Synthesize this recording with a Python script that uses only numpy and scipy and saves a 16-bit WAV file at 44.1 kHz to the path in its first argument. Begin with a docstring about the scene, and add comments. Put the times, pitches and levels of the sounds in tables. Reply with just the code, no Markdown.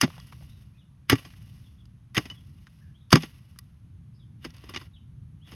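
"""A lawn in an open yard. A mattock chops four times: roots and grit break under the steel blade and
ring its head, the earth stops it with a thud that jolts the wooden handle, and thrown soil patters down.
Then the tool is set down lightly and dragged through loose earth, stones grinding on the blade.
A small bird calls far off, over the low rumble of the neighbourhood."""
import sys
import numpy as np
from scipy import signal
from scipy.fft import rfft, irfft, next_fast_len
from scipy.io import wavfile
from scipy.ndimage import map_coordinates

SR = 44100
rng = np.random.default_rng(int(sys.argv[2]) if len(sys.argv) > 2 else 0)


def put_to_file(sound):
    """Save the sound as 16-bit audio at rate SR, in the file named by the first command-line argument."""
    columns = np.atleast_2d(sound).T  # one column per channel
    safe = np.clip(columns, -1, 1)
    whole_steps = np.round(safe * 32767)
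    wavfile.write(sys.argv[1], SR, whole_steps.astype(np.int16))


N = 244755
TIME_S = np.arange(N) / SR
AGE_S = TIME_S[:SR // 2]  # time within one event

# blade cuts turf: (entry [s], stop [s], level [dB])
TURF_CUTS = [(0.016, 0.041, -20), (1.098, 1.128, -19.5), (2.147, 2.19, -30), (3.119, 3.168, -24.5),
             (4.444, 4.459, -37)]
# roots and lumps break: (time [s], level [dB], crack centre [Hz], depth [0-1], t60 [s])
ROOT_SNAPS = [(0.0135, -7.5, 6210, 0, 0.026), (0.034, -16, 1680, 0.6, 0.04), (1.098, -5, 2920, 0.2, 0.038),
              (1.12, -17, 2300, 0.65, 0.027), (1.129, -16.5, 1660, 0.96, 0.048),
              (1.155, -23.5, 2210, 0.35, 0.024), (2.1683, -12.5, 2100, 0.61, 0.036),
              (2.1783, -8, 2070, 0.5, 0.027), (3.106, -32, 5000, 0.05, 0.05),
              (3.123, -18.5, 6000, 0.25, 0.04), (3.1286, 4.5, 1400, 0.65, 0.025),
              (3.1567, -4, 1310, 0.6, 0.019), (3.169, -21, 1400, 0.75, 0.043),
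              (4.449, -25, 1900, 0.6, 0.028)]
# sod tears as the blade is levered out: (time [s], level [dB], crack centre [Hz])
SOD_TEARS = [(1.184, -38.5, 2700), (1.251, -36.5, 2930), (2.256, -34.5, 2950), (2.301, -39, 1000),
             (2.312, -42, 1100), (3.2335, -27.5, 2700), (4.639, -43.5, 1100), (4.692, -35.5, 1130),
             (4.8136, -40.5, 1140), (5.475, -48.5, 1500), (5.519, -39, 1150)]
# stones grind on the blade: (time [s], level [dB], crack centre [Hz])
STONE_GRINDS = [(4.739, -29, 2780), (4.7466, -24.5, 2780), (4.762, -19.5, 2700), (4.7726, -25, 4450)]
# soil muffles the blade: (depth [0-1], dull crunch [dB], bright edge [dB])
SOIL_MUFFLING = [(0, -27.5, -2.5), (0.5, -9, -12.5), (1, 3, -18.5)]
# steel head resonances: (centre [Hz], width [Hz], level re base spectrum [dB])
HEAD_MODES = [(1040, 35, 2), (1154, 40, 4.5), (1390, 28, -0.5), (1945, 73, 5), (2887, 160, 2.5),
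              (3310, 24, -2.5), (3590, 89, 4), (4580, 95, 1.5), (5090, 170, 6.5), (6450, 170, 6),
              (11030, 90, -1.5)]
# spectra of soil crunch, blade and cutting edge: (frequency [Hz], density [dB])
CRUNCH_SPECTRUM = [(60, -25), (170, -4), (300, 2), (380, -4.5), (500, -14.5), (800, -12.5), (1500, -31),
                   (4000, -55.5)]
BLADE_SPECTRUM = [(200, -37), (600, -18.5), (850, -10.5), (1100, -1.5), (1500, -4), (2000, -1),
                  (2500, -2.5), (3200, -3), (4200, -11.5), (4900, -4.5), (6500, -13), (9000, -21.5),
                  (16000, -37)]
EDGE_SPECTRUM = [(2000, -38.5), (5000, -10.5), (8000, 0), (11000, 5.5), (16000, -2.5)]
def blade_bites():
    """Grass tears ahead of the edge, then breaking grit rings the head, duller with depth."""
    dull, steel, edge = np.zeros((3, N))
    lead_s, grass_rise_s, grass_db = 0.03, 0.026, -22.5
    t = AGE_S - lead_s
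    depths, dull_dbs, edge_dbs = np.transpose(SOIL_MUFFLING)

    def muffle(depth):
        return np.interp(depth, depths, dull_dbs), np.interp(depth, depths, edge_dbs)

    def bite(time_s, db, crack_hz, dull_db, edge_db, rise_s, t60_s, hold_s=0):
        swell = fade(abs(t), rise_s) + amp(grass_db) * fade(abs(t), grass_rise_s)
        decay = fade(np.maximum(t - hold_s, 0), t60_s)
        force = amp(db - 7.5) * np.where(t < 0, swell, decay)
        modes = HEAD_MODES + [(crack_hz, 0.43 * crack_hz, 4)]  # each break has its own register
        start_s = time_s - lead_s
        add(steel, start_s, colour(force * grit(len(t), spread_db=1.5), BLADE_SPECTRUM, modes))
        add(dull, start_s, amp(dull_db) * force * rng.standard_normal(len(t)))
        add(edge, start_s, amp(edge_db) * force * grit(len(t), spread_db=3))

    for entry_s, stop_s, db in TURF_CUTS:
        sink_s = stop_s - entry_s
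        dull_db, edge_db = muffle(t / sink_s)
        bite(entry_s, db, 1900, dull_db, edge_db, rise_s=0.0019, t60_s=0.054, hold_s=sink_s)
    for time_s, db, hz, depth, t60_s in ROOT_SNAPS:
        bite(time_s, db, hz, *muffle(depth), rise_s=0.004, t60_s=t60_s)
    for time_s, db, hz in SOD_TEARS:
        bite(time_s, db, hz, *muffle(depth=0.65), rise_s=0.0097, t60_s=0.061)
    for time_s, db, hz in STONE_GRINDS:
        bite(time_s, db, hz, dull_db=-12.5, edge_db=-32, rise_s=0.005, t60_s=0.03)
    crunch = amp(3.5) * colour(dull, CRUNCH_SPECTRUM)
    return steel + crunch + amp(-2.5) * colour(edge, EDGE_SPECTRUM, HEAD_MODES)


# ground stops the blade: (time [s], level [dB], final pitch [Hz], final knock [Hz], handle re level [dB])
GROUND_THUDS = [(0.031, -11.5, 133, 248, -16), (1.103, -18.5, 130, 194.4, -26.5),
                (1.129, -7.5, 118.1, 266, -24), (2.175, -15.5, 124, 301, -21),
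                (3.131, -2.5, 122, 201.3, -6), (4.448, -31.5, 160, 298.7, -4.5),
                (4.759, -41, 190, 352, -29), (5.52, -44, 201, 316, -12)]
# wooden handle: (frequency [Hz], level [dB], t60 [s])
HANDLE_MODES = [(76, -21.5, .2), (159, 0, 0.17), (249, -6, 0.14), (345, -8.5, 0.1), (503, -14.5, 0.091)]
def ground_thuds():
    """The earth springs under the blade, lower as the blade slows; the jolt rings the handle."""
    out = np.zeros(N)
    glide = 1 + 0.47 * fade(AGE_S, 0.014)
    phase_per_hz = 2 * np.pi * np.cumsum(glide) / SR
    attack = 1 - fade(AGE_S, 0.02)
    handle = sum(amp(db) * np.sin(2 * np.pi * hz * AGE_S) * fade(AGE_S, t60_s)
                 for hz, db, t60_s in HANDLE_MODES)
    for time_s, db, hz, knock_hz, handle_db in GROUND_THUDS:
        thump = np.sin(hz * phase_per_hz) * fade(AGE_S, 0.07)
        knock = np.sin(knock_hz * phase_per_hz) - 0.28 * np.sin(1.5 * knock_hz * phase_per_hz)
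        ground = thump + amp(-1) * knock * fade(AGE_S, 0.06)
        add(out, time_s, amp(db) * (ground - amp(handle_db) * handle) * attack)
    return out


# soft clods land: (time [s], level [dB], knock [Hz])
SOFT_CLODS = [(0.078, -41, 444), (0.102, -46.5, 1200), (0.141, -54, 1100), (0.165, -50.5, 1100),
              (0.18, -47, 1000), (0.324, -46, 1090), (0.408, -57, 595), (0.423, -55.5, 780),
              (1.3046, -52, 2270), (1.337, -56, 1700), (2.669, -50.5, 1480), (3.56, -60, 1400),
              (4.64, -52.5, 364), (4.704, -51, 340), (5.534, -45, 384)]
# pebbles hit the steel: (time [s], level [dB], click re level [dB])
PEBBLE_HITS = [(0.1997, -38.5, -19), (0.27, -51, 9), (1.855, -52, -3), (3.224, -30, -12), (3.5885, -32, 8),
               (4.505, -44, -11), (4.544, -46, -8), (4.566, -43, -3), (4.5822, -47, -14),
               (4.697, -47, 15.5), (5.514, -52, 6)]
# one stone clinks on the steel:
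# (time [s], level [dB], ring [Hz], Q, ring re level [dB], click re level [dB], t60 [s])
STONE_CLINK = (2.3, -42.5, 2975, 102, 22.5, -24, 0.02)
def clods_and_stones():
    """Each lump hits with a gritty tick and a knock: clods broad and dull, stones high and sharp."""
    knock, tick, click = np.zeros((3, N))

    def hit(time_s, db, hz, q, knock_db, click_db, t60_s):
        force = amp(db - 9.5) * fade(AGE_S, t60_s)
        shock, scatter, sparkle = (force * grit(len(AGE_S), spread_db=7) for _ in range(3))
        ring = signal.lfilter(*signal.iirpeak(hz, q, fs=SR), shock)
        makeup_gain = np.sqrt(SR * q / (np.pi * hz))
        add(knock, time_s, amp(knock_db) * makeup_gain * ring)
        add(tick, time_s, scatter)
        add(click, time_s, amp(click_db) * sparkle)

    for time_s, db, hz in SOFT_CLODS:
        hit(time_s, db, hz, q=2.8, knock_db=11.5, click_db=-15.5, t60_s=0.037)
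    for time_s, db, click_db in PEBBLE_HITS:
        hit(time_s, db, hz=4960, q=7.7, knock_db=4, click_db=click_db, t60_s=0.015)
    hit(*STONE_CLINK)
    return amp(-1) * (colour(tick, BLADE_SPECTRUM, HEAD_MODES) + knock + colour(click, EDGE_SPECTRUM))


# soil thrown by each chop: (time [s], spray [dB], shower [dB], shower hold [s])
SOIL_THROWS = [(0.06, -52.5, -66, 0.44), (1.16, -50, -67.5, 0.41), (2.2, -50, -73.5, 0.56),
               (3.18, -47, -75, 0.41)]
# blade drags through loose earth: (start [s], end [s], end level [dB])
BLADE_DRAGS = [(4.426, 4.46, -55.5), (4.542, 4.816, -55), (5.466, 5.556, -55)]
# spectra of coarse crumbs and fine sand: (frequency [Hz], density [dB])
CRUMB_SPECTRUM = [(150, -6.5), (400, -2.5), (700, -4.5), (1200, -5.5), (2000, -3), (2800, 0.5), (4200, -12),
                  (8000, -32.5)]
SAND_SPECTRUM = [(1000, -31), (3000, -6.5), (4200, -3.5), (5200, 1.5), (7000, -8.5), (11000, -1),
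                 (16000, -6)]
def loose_soil():
    """Crumbs and sand spray from each chop, rain back down and slide off the dragged blade in flurries."""
    spray, shower, drag = np.zeros((3, N))
    for time_s, spray_db, shower_db, hold_s in SOIL_THROWS:
        spray += amp(spray_db) * swell_and_fade(time_s, time_s, rise_s=0.03, t60_s=0.55)
        shower += amp(shower_db) * swell_and_fade(time_s, time_s + hold_s, rise_s=0.1, t60_s=1)
    for start_s, end_s, db in BLADE_DRAGS:
        remaining = np.clip((end_s - TIME_S) / (end_s - start_s), 0, 1)
        drag += amp(db - 7.5 * remaining) * swell_and_fade(start_s, end_s, rise_s=0.074, t60_s=0.27)
    flurry = amp(2.1 * wobble(rate_hz=70))
    coarse = np.linalg.norm([spray, shower, drag], axis=0) * flurry
    fine = np.linalg.norm([amp(-5.5) * spray, amp(-1) * shower, amp(-7.5) * drag], axis=0) * flurry
    crumbs = colour(coarse * patter(rate_hz=2000, spread_db=2.5), CRUMB_SPECTRUM, HEAD_MODES)
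    sand = colour(fine * patter(rate_hz=2500, spread_db=-0.5), SAND_SPECTRUM)
    return amp(-1) * crumbs + amp(1.5) * sand


# distant calls: (time [s], mid pitch [Hz], slide [Hz], level [dB])
BIRD_CALLS = [(0.175, 3250, -700, -61), (0.49, 3780, 302.5, -63.5), (0.735, 2580, 0, -71),
              (0.776, 3400, -800, -64.5), (1.635, 3440, -700, -66.5), (1.775, 3460, -500, -70),
              (2.346, 3320, -350, -61.5), (2.8, 1700, -0.5, -67), (2.86, 1724, -2, -67.5),
              (2.94, 3434, 899.5, -67.5), (2.995, 3636, 300, -70), (4.135, 4930, 200.5, -74),
              (4.19, 3460, -700, -66.5), (4.933, 3350, -1000, -60.5), (5.405, 3310, 901, -66.5),
              (5.445, 3390, -400, -61.5)]
def bird():
    """Short, arched, hoarse whistles slide up or down, flicker in level and echo round the yard."""
    call_s, arch_hz = 0.054, 150
    song = np.zeros(N)
    progress = np.linspace(0, 1, int(call_s * SR))
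    envelope = np.sqrt(abs(np.sin(np.pi * progress)))
    for time_s, pitch_hz, slide_hz, db in BIRD_CALLS:
        hz = pitch_hz + slide_hz * (progress - 0.5) - arch_hz * (2 * progress - 1) ** 2
        jitter = map_coordinates(rng.standard_normal(128), [progress * call_s * 350])
        phase = 2 * np.pi * np.cumsum(hz * (1 + 0.04 * jitter)) / SR
        add(song, time_s, amp(db) * envelope * np.sin(phase))
    song *= amp(2.5 * wobble(rate_hz=110) - 1)
    return song + amp(-1.5) * yard_echoes(song)


# yard reverberation: (frequency [Hz], t60 [s])
YARD_DECAY = [(150, 0.28), (1000, 0.13), (4000, 0.35), (12000, 0.41)]
def yard_echoes(x):
    """Diffuse reflections from walls and fences, each frequency dying at its own rate."""
    hz, t, noise = signal.stft(rng.standard_normal(SR // 2), SR, nperseg=256)
    decay = amp(-60 * t / along(YARD_DECAY, hz)[:, None])
    tail = signal.istft(noise * decay, SR, nperseg=256)[1]
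    return signal.fftconvolve(x, tail / np.linalg.norm(tail))[:N]


# spectra of distant rumble and hiss: (frequency [Hz], density [dB])
RUMBLE_SPECTRUM = [(20, -36.5), (32, -21.5), (45, -8), (70, -1), (125, 1), (190, -9), (260, -19.5),
                   (350, -28.5), (500, -47), (1200, -74)]
HISS_SPECTRUM = [(200, -1.5), (500, -3), (800, -3), (1100, -1), (1800, -6), (3200, -8), (5000, -15.5),
                 (8000, -13), (11000, -14), (13000, -20), (16000, -24.5)]
def neighbourhood():
    """A wavering low rumble, a faint even hiss and a thin high whine."""
    rumble = amp(-50.5 + 2.6 * wobble(rate_hz=6.9)) * colour(rng.standard_normal(N), RUMBLE_SPECTRUM)
    whine = unit(signal.lfilter(*signal.iirpeak(10550, Q=35, fs=SR), rng.standard_normal(N)))
    hiss = colour(rng.standard_normal(N), HISS_SPECTRUM)
    return rumble + amp(-75) * hiss + amp(-89) * whine


def amp(db):
    """Decibels to gain."""
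    return 10 ** (np.asarray(db) / 20)


def unit(x):
    """x at rms 1."""
    return x / np.sqrt(np.mean(x ** 2) + 1e-20)


def fade(t, t60_s):
    """Decay of 60 dB in t60_s."""
    return np.exp(-np.log(1000) * t / max(t60_s, 1e-3))


def swell_and_fade(start_s, end_s, rise_s, t60_s):
    """Envelope: rises up to start_s, holds until end_s, dies away."""
    return fade(np.maximum(start_s - TIME_S, 0), rise_s) * fade(np.maximum(TIME_S - end_s, 0), t60_s)


def along(points, hz):
    """Interpolate (frequency [Hz], value) points on a log axis."""
    knots_hz, values = np.transpose(points)
    return np.interp(np.log(hz + 1), np.log(knots_hz), values)


def add(track, time_s, sound):
    """Mix a sound into the track from time_s."""
    start = round(time_s * SR)
    part = sound[max(-start, 0):N - start]
    track[max(start, 0):][:len(part)] += part


def colour(x, spectrum, modes=()):
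    """Minimum-phase filter of unit power gain: a smooth spectrum plus resonances."""
    size = 2 * next_fast_len(len(x) // 2 + 4096)
    hz = np.fft.rfftfreq(size, 1 / SR)
    peaks = sum(amp(db) / (1 + (2 * (hz - mode_hz) / width_hz) ** 2) for mode_hz, width_hz, db in modes)
    gain = amp(along(spectrum, hz)) * (1 + peaks)
    cepstrum = irfft(np.log(gain))
    cepstrum[1:size // 2] *= 2
    cepstrum[size // 2 + 1:] = 0
    filtered = irfft(rfft(x, size) * np.exp(rfft(cepstrum)))
    return filtered[:len(x)] / np.sqrt(np.mean(gain ** 2))


def grit(size, spread_db):
    """A stream of tiny fractures of unequal strength, rms 1."""
    return unit(rng.standard_normal(size) * amp(spread_db * np.clip(rng.standard_normal(size), -2, 2)))


def patter(rate_hz, spread_db):
    """Separate grain impacts at random times, rms 1."""
    lands = rng.random(N) < rate_hz / SR
    polarity = np.sign(rng.standard_normal(N))
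    strength = amp(spread_db * np.clip(rng.standard_normal(N), -2, 2))
    return unit(lands * polarity * strength)


def wobble(rate_hz):
    """Smooth random curve, rate_hz knots a second."""
    return map_coordinates(rng.standard_normal(int(N * rate_hz / SR) + 4), [TIME_S * rate_hz])


def scene():
    """The digging is close; the open yard gives little back."""
    digging = blade_bites() + ground_thuds() + clods_and_stones()
    return (digging + amp(-35.5) * yard_echoes(digging) + loose_soil() + bird() + neighbourhood())[None]


# microphone port response: (frequency [Hz], gain [dB])
PORT_RESPONSE = [(6600, 0.5), (7300, -12.5), (8300, -3.5), (9500, -4.5), (11000, 1.5), (12300, -1.5),
                 (13400, -9.5), (14600, -7.5), (16000, -11)]
def record(dry):
    """The microphone port colours the treble, the hardest blow saturates, the band ends steeply."""
    top_hz = 16200
    coloured = amp(-2) * colour(dry[0], PORT_RESPONSE)
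    saturated = coloured / (1 + abs(coloured) ** 6) ** (1 / 6)
    lowpass = signal.ellip(10, 0.1, 90, top_hz, fs=SR, output="sos")
    return signal.sosfilt(lowpass, saturated)[None]


dry = scene()
out = record(dry)
put_to_file(out)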